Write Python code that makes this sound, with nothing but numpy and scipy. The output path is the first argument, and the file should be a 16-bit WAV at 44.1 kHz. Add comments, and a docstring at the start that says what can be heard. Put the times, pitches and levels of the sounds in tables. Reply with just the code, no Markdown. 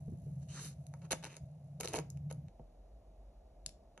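"""A small quiet kitchen, close up: a knife spreads butter over a crisp toasted bagel.
After a soft slide the blade catches the crust in short crunches and snaps; each break crackles,
thuds into the bagel and sets blade and pan ringing. Pan and table give a few dull bumps.
A low hum cuts off with a faint tick, leaving a soft rumble, a few light taps and one sharp click."""
import sys
import numpy as np
from scipy import signal
from scipy.fft import rfft, irfft
from scipy.io import wavfile

SR = 44100
rng = np.random.default_rng(int(sys.argv[2]) if len(sys.argv) > 2 else 0)


def unload_audio(sound):
    """Save the sound as a 16-bit wav file, at the path given as the first command line argument."""
    columns = np.transpose(np.atleast_2d(sound))
    # keep every value between -1 and 1, then stretch to whole-number steps
    steps = np.round(np.clip(columns, -1, 1) * 32767)
    wavfile.write(sys.argv[1], SR, steps.astype(np.int16))


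N = 176400

# bright spectrum of breaking crust (frequency [Hz], level [dB])
CRUST_COLOUR = [(30, -41), (600, 2), (1000, 4), (1500, -2), (2300, 4), (4000, -2), (6300, 4), (8800, -1.5),
                (10400, 4), (11500, -6), (13800, -34.5)]
# spectrum of the blade's friction (frequency [Hz], level [dB])
FRICTION_COLOUR = [(30, -15), (150, 14.5), (700, -4), (4700, -1.5), (6200, 4), (8200, -1), (10500, -4),
                   (13000, -49)]
# spectrum of the room's soft air noise (frequency [Hz], level [dB])
AIR_COLOUR = [(400, -6.5), (650, 9), (1000, -14.5), (1500, -22.5), (10000, -27.5), (12400, -40),
              (13400, -63)]
SNAP_DECAY_S, SNAP_RISE_S = 0.00032, 0.00043
SNAP_GAIN = np.sqrt(0.0012 * SR)  # a snap carries the energy of 1.2 ms at its listed level


def amp(db):
    """Decibels to gain."""
    return 10 ** (np.asarray(db) / 20)


def unit_rms(x):
    """Scales to rms 1."""
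    return x / np.sqrt(np.mean(x ** 2) + 1e-20)


def unit_energy(x):
    """Scales to energy 1."""
    return x / np.sqrt(np.sum(x ** 2) + 1e-20)


def curve_at(points, hz):
    """Reads a table on a log-frequency axis."""
    f, value = np.transpose(points)
    return np.interp(np.log(hz + 1), np.log(f + 1), value)


def add(mix, start_s, sound):
    """Mixes a sound in at a time."""
    part = mix[round(start_s * SR):][:len(sound)]
    part += sound[:len(part)]


def colour(points, tilt_db=0, size=2048):
    """Minimum-phase impulse response of a spectrum, tilted per octave above 800 Hz."""
    hz = abs(np.fft.fftfreq(size, 1 / SR))
    octaves = np.log2(np.maximum(hz, 800) / 800)
    log_gain = np.log(amp(curve_at(points, hz) + tilt_db * octaves))
    return unit_energy(np.fft.ifft(np.exp(np.conj(signal.hilbert(log_gain)))).real)


def excite(force, points, tilt_db=0):
    """A force played through a material's colour, with energy 1."""
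    return unit_energy(signal.fftconvolve(force, colour(points, tilt_db)))


def noise(points):
    """Steady noise of a given colour, rms 1."""
    gain = amp(curve_at(points, np.fft.rfftfreq(N, 1 / SR)))
    return unit_rms(irfft(rfft(rng.standard_normal(N)) * gain, N))


def burst(decay_s, rise_s=1 / SR):
    """A dying puff of noise with energy 1."""
    t = np.arange(SR // 8) / SR
    return unit_energy(rng.standard_normal(len(t)) * np.minimum(t / rise_s, 1) * np.exp(-t / decay_s))


def grains(size, per_s=3200, spread_db=4):
    """Tiny fractures of very uneven strength."""
    strength = amp(spread_db * np.minimum(rng.exponential(1, size), 4))
    return strength * rng.choice([-1, 1], size) * (rng.random(size) < per_s / SR)


def stick_slip(size, depth_db=2.5, step_s=0.002):
    """The blade grips and lets go: a gain that jumps about at random, rms 1."""
    steps = np.arange(size)
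    return unit_rms(amp(depth_db * np.interp(steps / SR / step_s, steps, rng.standard_normal(size))))


def ring(modes, t, t60_s):
    """Struck metal: damped sines at random phases."""
    return sum(amp(db - 60 * t / t60_s) * np.sin(2 * np.pi * (hz * t + rng.random())) for hz, db in modes)


def resonate(x, hz, width_hz):
    """A steep resonance that follows the curve hz."""
    carrier = np.exp(2j * np.pi * np.cumsum(hz) / SR)
    pole = np.exp(-np.pi * width_hz / SR)
    return (carrier * signal.lfilter([(1 - pole) ** 2], [1, -2 * pole, pole * pole], x / carrier)).real


def room_tone(hum_db=-46.5, rumble_db=-59, air_db=-69, crossfade_at_s=2.49, crossfade_s=0.021):
    """A wavering hum gives way to a faint rumble; soft air noise lies under both."""
    # spectra of the hum and the rumble (frequency [Hz], level [dB])
    hum_colour = [(22, -54), (77, -12.5), (122, -16.5), (138, 1), (152, -1), (200, -23.5), (900, -72)]
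    rumble_colour = [(25, -31.5), (45, 12), (62, 1), (90, -10.5), (700, -23.5), (2500, -58)]
    # swells and dips of the hum (time [s], gain [dB])
    hum_swells = [(.18, -0.5), (.24, 5.5), (.42, 0.5), (1.2, -3), (1.38, -13.5), (1.435, 4), (1.5, -7.5),
                  (2.0, 1.5)]
    t = np.arange(N) / SR
    fade = np.clip((t - crossfade_at_s) / crossfade_s + .5, 0, 1)
    hum = amp(hum_db + np.interp(t, *np.transpose(hum_swells))) * noise(hum_colour)
    rumble = amp(rumble_db) * noise(rumble_colour)
    return (1 - fade) * hum + fade * rumble + amp(air_db) * noise(AIR_COLOUR)


def kitchen_reverb(x, tail_db=-14, rise_s=0.0034, echo_s=0.019, echo_db=-24):
    """A short diffuse tail and one wall echo."""
    # decay of the room (frequency [Hz], T60 [s])
    decay = [(150, 0.27), (4000, 0.25), (13000, 0.19)]
    hz, t, spectra = signal.stft(rng.standard_normal(SR // 2), SR, nperseg=256)
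    tail = signal.istft(spectra * amp(-60 * t / curve_at(decay, hz)[:, None]), SR, nperseg=256)[1]
    onset = np.minimum(np.arange(len(tail)) / SR / rise_s, 1)
    tail = amp(tail_db) * unit_energy(tail * onset)
    tail[round(echo_s * SR)] += amp(echo_db)
    return signal.fftconvolve(x, tail)[:N]


def table_reflections(x, level_db=-4.5, smear_s=0.00047):
    """The tabletop throws back a quick, bright smear of the sound."""
    # spectrum of the reflections (frequency [Hz], level [dB])
    table_colour = [(400, -39.5), (4000, 0.5), (6500, -2)]
    response = excite(burst(smear_s, smear_s), table_colour)
    return amp(level_db) * signal.fftconvolve(x, response)[:N]


def crumbs(per_s=1300, level_db=-82.5, fade_s=1.78):
    """A faint rustle of tiny stray ticks that slowly dies away."""
    ticks = rng.uniform(-1.0, 1, N) ** 3 * (rng.random(N) < per_s / SR)
    rustle = unit_rms(signal.fftconvolve(ticks, colour(CRUST_COLOUR, tilt_db=6))[:N])
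    return amp(level_db) * np.exp(-(np.arange(N) / SR / fade_s) ** 2) * rustle


def pan_bumps(decay_s=0.013, rise_s=0.003):
    """Soft knocks draw dull, low thuds from pan and table."""
    # knocks (time [s], level [dB])
    bumps = [(0.077, -41.5), (0.119, -41), (.262, -49), (1.131, -44.5), (1.812, -55.5), (2.594, -49.5),
             (3.664, -56.5)]
    # spectrum of a thud (frequency [Hz], level [dB])
    thud_colour = [(40, -7.5), (140, 8.5), (320, -10), (480, -9), (800, -41.5), (9000, -79.5)]
    out = np.zeros(N)
    for start, level_db in bumps:
        thud = excite(burst(decay_s, rise_s), thud_colour)
        add(out, start, amp(level_db) * np.sqrt(decay_s * SR) * thud)
    return out


def blade_click(tick_db=-8):
    """One bright, dry click: quickly damped modes with a tick of contact noise."""
    # the blade's strike (time [s], level [dB])
    start, level_db = (3.6622, -32.5)
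    # modes of the blade (frequency [Hz], level [dB])
    blade_modes = [(1660, -18), (2760, -17), (3540, -4.5), (4370, -4.5), (5430, 4), (6250, -4), (7200, 2.5),
                   (10500, -4)]
    out, t = np.zeros(N), np.arange(SR // 20) / SR
    ping = unit_energy(ring(blade_modes, t, t60_s=0.0066) * np.minimum(t / SNAP_RISE_S, 1))
    tick = signal.fftconvolve(burst(SNAP_DECAY_S), np.diff(colour(FRICTION_COLOUR)))[:len(t)]
    click = unit_energy(ping + amp(tick_db) * unit_energy(tick))
    add(out, start, amp(level_db) * SNAP_GAIN * click)
    return out


def blade_slide(grit=0.35):
    """Finely grained friction that swells and stops before the crunching."""
    # envelope of the slide (time [s], level [dB])
    swell = [(.39, -100), (0.429, -70), (.481, -97), (.486, -65.5), (.56, -53.5), (.665, -52),
             (.705, -63.5), (.74, -72.5)]
    friction = rng.standard_normal(N) + grit * unit_rms(grains(N))
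    level = amp(np.interp(np.arange(N) / SR, *np.transpose(swell), left=-np.inf, right=-np.inf))
    return level * unit_rms(signal.fftconvolve(friction, colour(FRICTION_COLOUR))[:N])


def sticky_rubs(glide_hz_per_s=1900):
    """Sticking and slipping excites resonances that drift upward as the blade moves."""
    # rasps and sizzles (peak time [s], half-width [s], level [dB], centre [Hz], bandwidth [Hz])
    rubs = [(0.507, 0.017, -64.5, 2960, 500), (0.581, 0.024, -56, 1470, 710),
            (0.652, 0.042, -58, 10500, 1590), (1.31, .045, -64.5, 2250, 1200)]
    out, t = np.zeros(N), np.arange(N) / SR
    for peak_s, width_s, level_db, centre_hz, width_hz in rubs:
        hz = centre_hz + glide_hz_per_s * np.clip(t - peak_s, -width_s, width_s)
        rasp = unit_rms(resonate(grains(N) * stick_slip(N), hz, width_hz))
        out += amp(level_db) * np.exp(-((t - peak_s) / width_s) ** 2) * rasp
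    return out


def crust_crunch(attack_s=0.0019, release_s=0.0026, thud_decay_s=0.003, ring_db=-14):
    """Crust breaks under the blade; each break crackles, thuds into the bagel and rings blade and pan."""
    # drags over the crust (time [s], length [s], crackle [dB], thud [dB], crackle tilt [dB/octave])
    scrapes = [(1.014, 0.051, -67, -67, -5.5), (1.107, 0.0062, -37.5, -43, -3),
               (1.114, 0.016, -38, -54.5, -2), (1.224, 0.053, -54.5, -59, -4), (1.27, 0.11, -64.5, -66, -3),
               (1.8, 0.013, -47.5, -44.5, 0), (1.83, 0.027, -49, -55, -3), (1.842, 0.016, -49, -43, -1),
               (1.882, 0.013, -49, -51, 0.5), (1.895, 0.046, -56.5, -54, -3),
               (1.929, 0.024, -49.5, -47, -4), (1.947, 0.026, -46.5, -45, -0.5),
               (1.977, 0.0207, -54.5, -40, -3), (2.299, 0.0098, -57.5, -65, -5)]
    # single crust snaps and blade taps, plus one faint tick as the hum cuts off
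    # (time [s], crackle [dB], crackle tilt [dB/octave], thud [dB])
    snaps = [(0.867, -54, 4, -74.5), (.939, -46.5, -6, -65.5), (1.111, -37.5, 12.5, -48),
             (1.119, -30, 6.5, -37.5), (1.131, -33.5, -12, -31.5), (1.238, -43.5, -4.5, -66),
             (1.243, -41.5, -3.5, -60), (1.252, -43, 0, -46), (1.261, -49, -9, -57),
             (1.367, -46.5, -1.5, -60), (1.8088, -33.5, 2.5, -59), (1.834, -42.5, -3, -62),
             (1.857, -41, 4, -42), (1.8751, -37.5, -1, -61), (1.935, -37.5, -0.5, -38.5),
             (1.941, -33.5, -5, -30), (1.949, -42.5, 8, -33.5), (1.958, -43, 5, -36),
             (1.963, -41.5, -3.5, -38), (1.971, -47, 0, -34), (1.988, -38.5, -1.5, -62),
             (1.9995, -48, -4, -43), (2.102, -47, 7, -71), (2.173, -61.5, 1, -64), (2.312, -45, -2.5, -40),
             (2.326, -49.5, 5, -60), (2.484, -63, -5, -68), (2.595, -49.5, -31, -60),
             (3.692, -53.5, 7, -80), (3.977, -47.5, -6.5, -74)]
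    # dull spectrum of the bagel's body (frequency [Hz], level [dB])
    bagel_colour = [(25, -41.5), (70, -3.5), (200, -3), (520, 7), (950, -6.5), (3000, -22.5), (8000, -62)]
    # modes of blade and pan (frequency [Hz], level [dB])
    metal_modes = [(428, 0.5), (548, -2), (940, -0.5), (1285, -1.5), (1448, -2), (2133, -4.5), (2279, -5),
                   (2700, -9.5), (3330, -6), (5420, -6.5), (6570, 0.5)]
    crackle, thud, t = np.zeros(N), np.zeros(N), np.arange(SR // 6) / SR
    for start, length, crackle_db, thud_db, tilt_db in scrapes:
        force = np.minimum(t / attack_s, 1) * np.exp(-np.maximum(t - length, 0) / release_s)
        breaks = grains(len(t)) * force * stick_slip(len(t))
        length_gain = np.sqrt(length * SR)
        add(crackle, start, amp(crackle_db) * length_gain * excite(breaks, CRUST_COLOUR, tilt_db))
        add(thud, start, amp(thud_db) * length_gain * excite(breaks, bagel_colour))
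    for start, crackle_db, tilt_db, thud_db in snaps:
        snap = excite(burst(SNAP_DECAY_S, SNAP_RISE_S), CRUST_COLOUR, tilt_db)
        add(crackle, start, amp(crackle_db) * SNAP_GAIN * snap)
        add(thud, start, amp(thud_db) * SNAP_GAIN * excite(burst(thud_decay_s), bagel_colour))
    metal = unit_energy(ring(metal_modes, t, t60_s=0.07))
    return crackle + thud + amp(ring_db) * signal.fftconvolve(crackle, metal)[:N]


def scene(reverb_width=0.7, side_air_db=-79):
    """Knife and room sit in the centre; table reflections, reverb and air add stereo width."""
    near = crust_crunch() + pan_bumps() + blade_click() + blade_slide() + sticky_rubs() + crumbs()
    mid = near + kitchen_reverb(near) + room_tone()
    side = table_reflections(near) + reverb_width * kitchen_reverb(near)
    side += amp(side_air_db) * noise(AIR_COLOUR)
    return np.array([mid + side, mid - side])


def record(dry, centred_below_hz=424, cutoff_hz=14700, fade_in_s=0.005):
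    """The microphone pair shifts phase and balance above the bass and cuts the top treble."""
    # phase between the microphones (frequency [Hz], left lead [rad])
    phase = [(1100, -.6), (1350, .2), (2650, .3), (3300, 2.2), (4500, 2.6), (6000, 6.3), (12000, 12.55)]
    # balance between the microphones (frequency [Hz], left minus right [dB])
    balance = [(600, 0.5), (1050, -6), (1500, 2.5), (2400, 1), (3100, -4.5), (3700, 11), (6000, -1.5)]
    hz = np.fft.rfftfreq(2 * N, 1 / SR)
    width = 1 - np.exp(-(hz / centred_below_hz) ** 2)
    left = amp(width * curve_at(balance, hz) / 2) * np.exp(.5j * width * curve_at(phase, hz))
    heard = irfft(rfft(dry, 2 * N) * np.array([left, 1 / left]))[:, :N]
    heard *= np.minimum(np.arange(N) / SR / fade_in_s, 1)
    lowpass = signal.firwin(255, cutoff_hz, window=("kaiser", 8), fs=SR)
    return signal.oaconvolve(heard, lowpass[None], "same")


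dry = scene()
out = record(dry)
unload_audio(out)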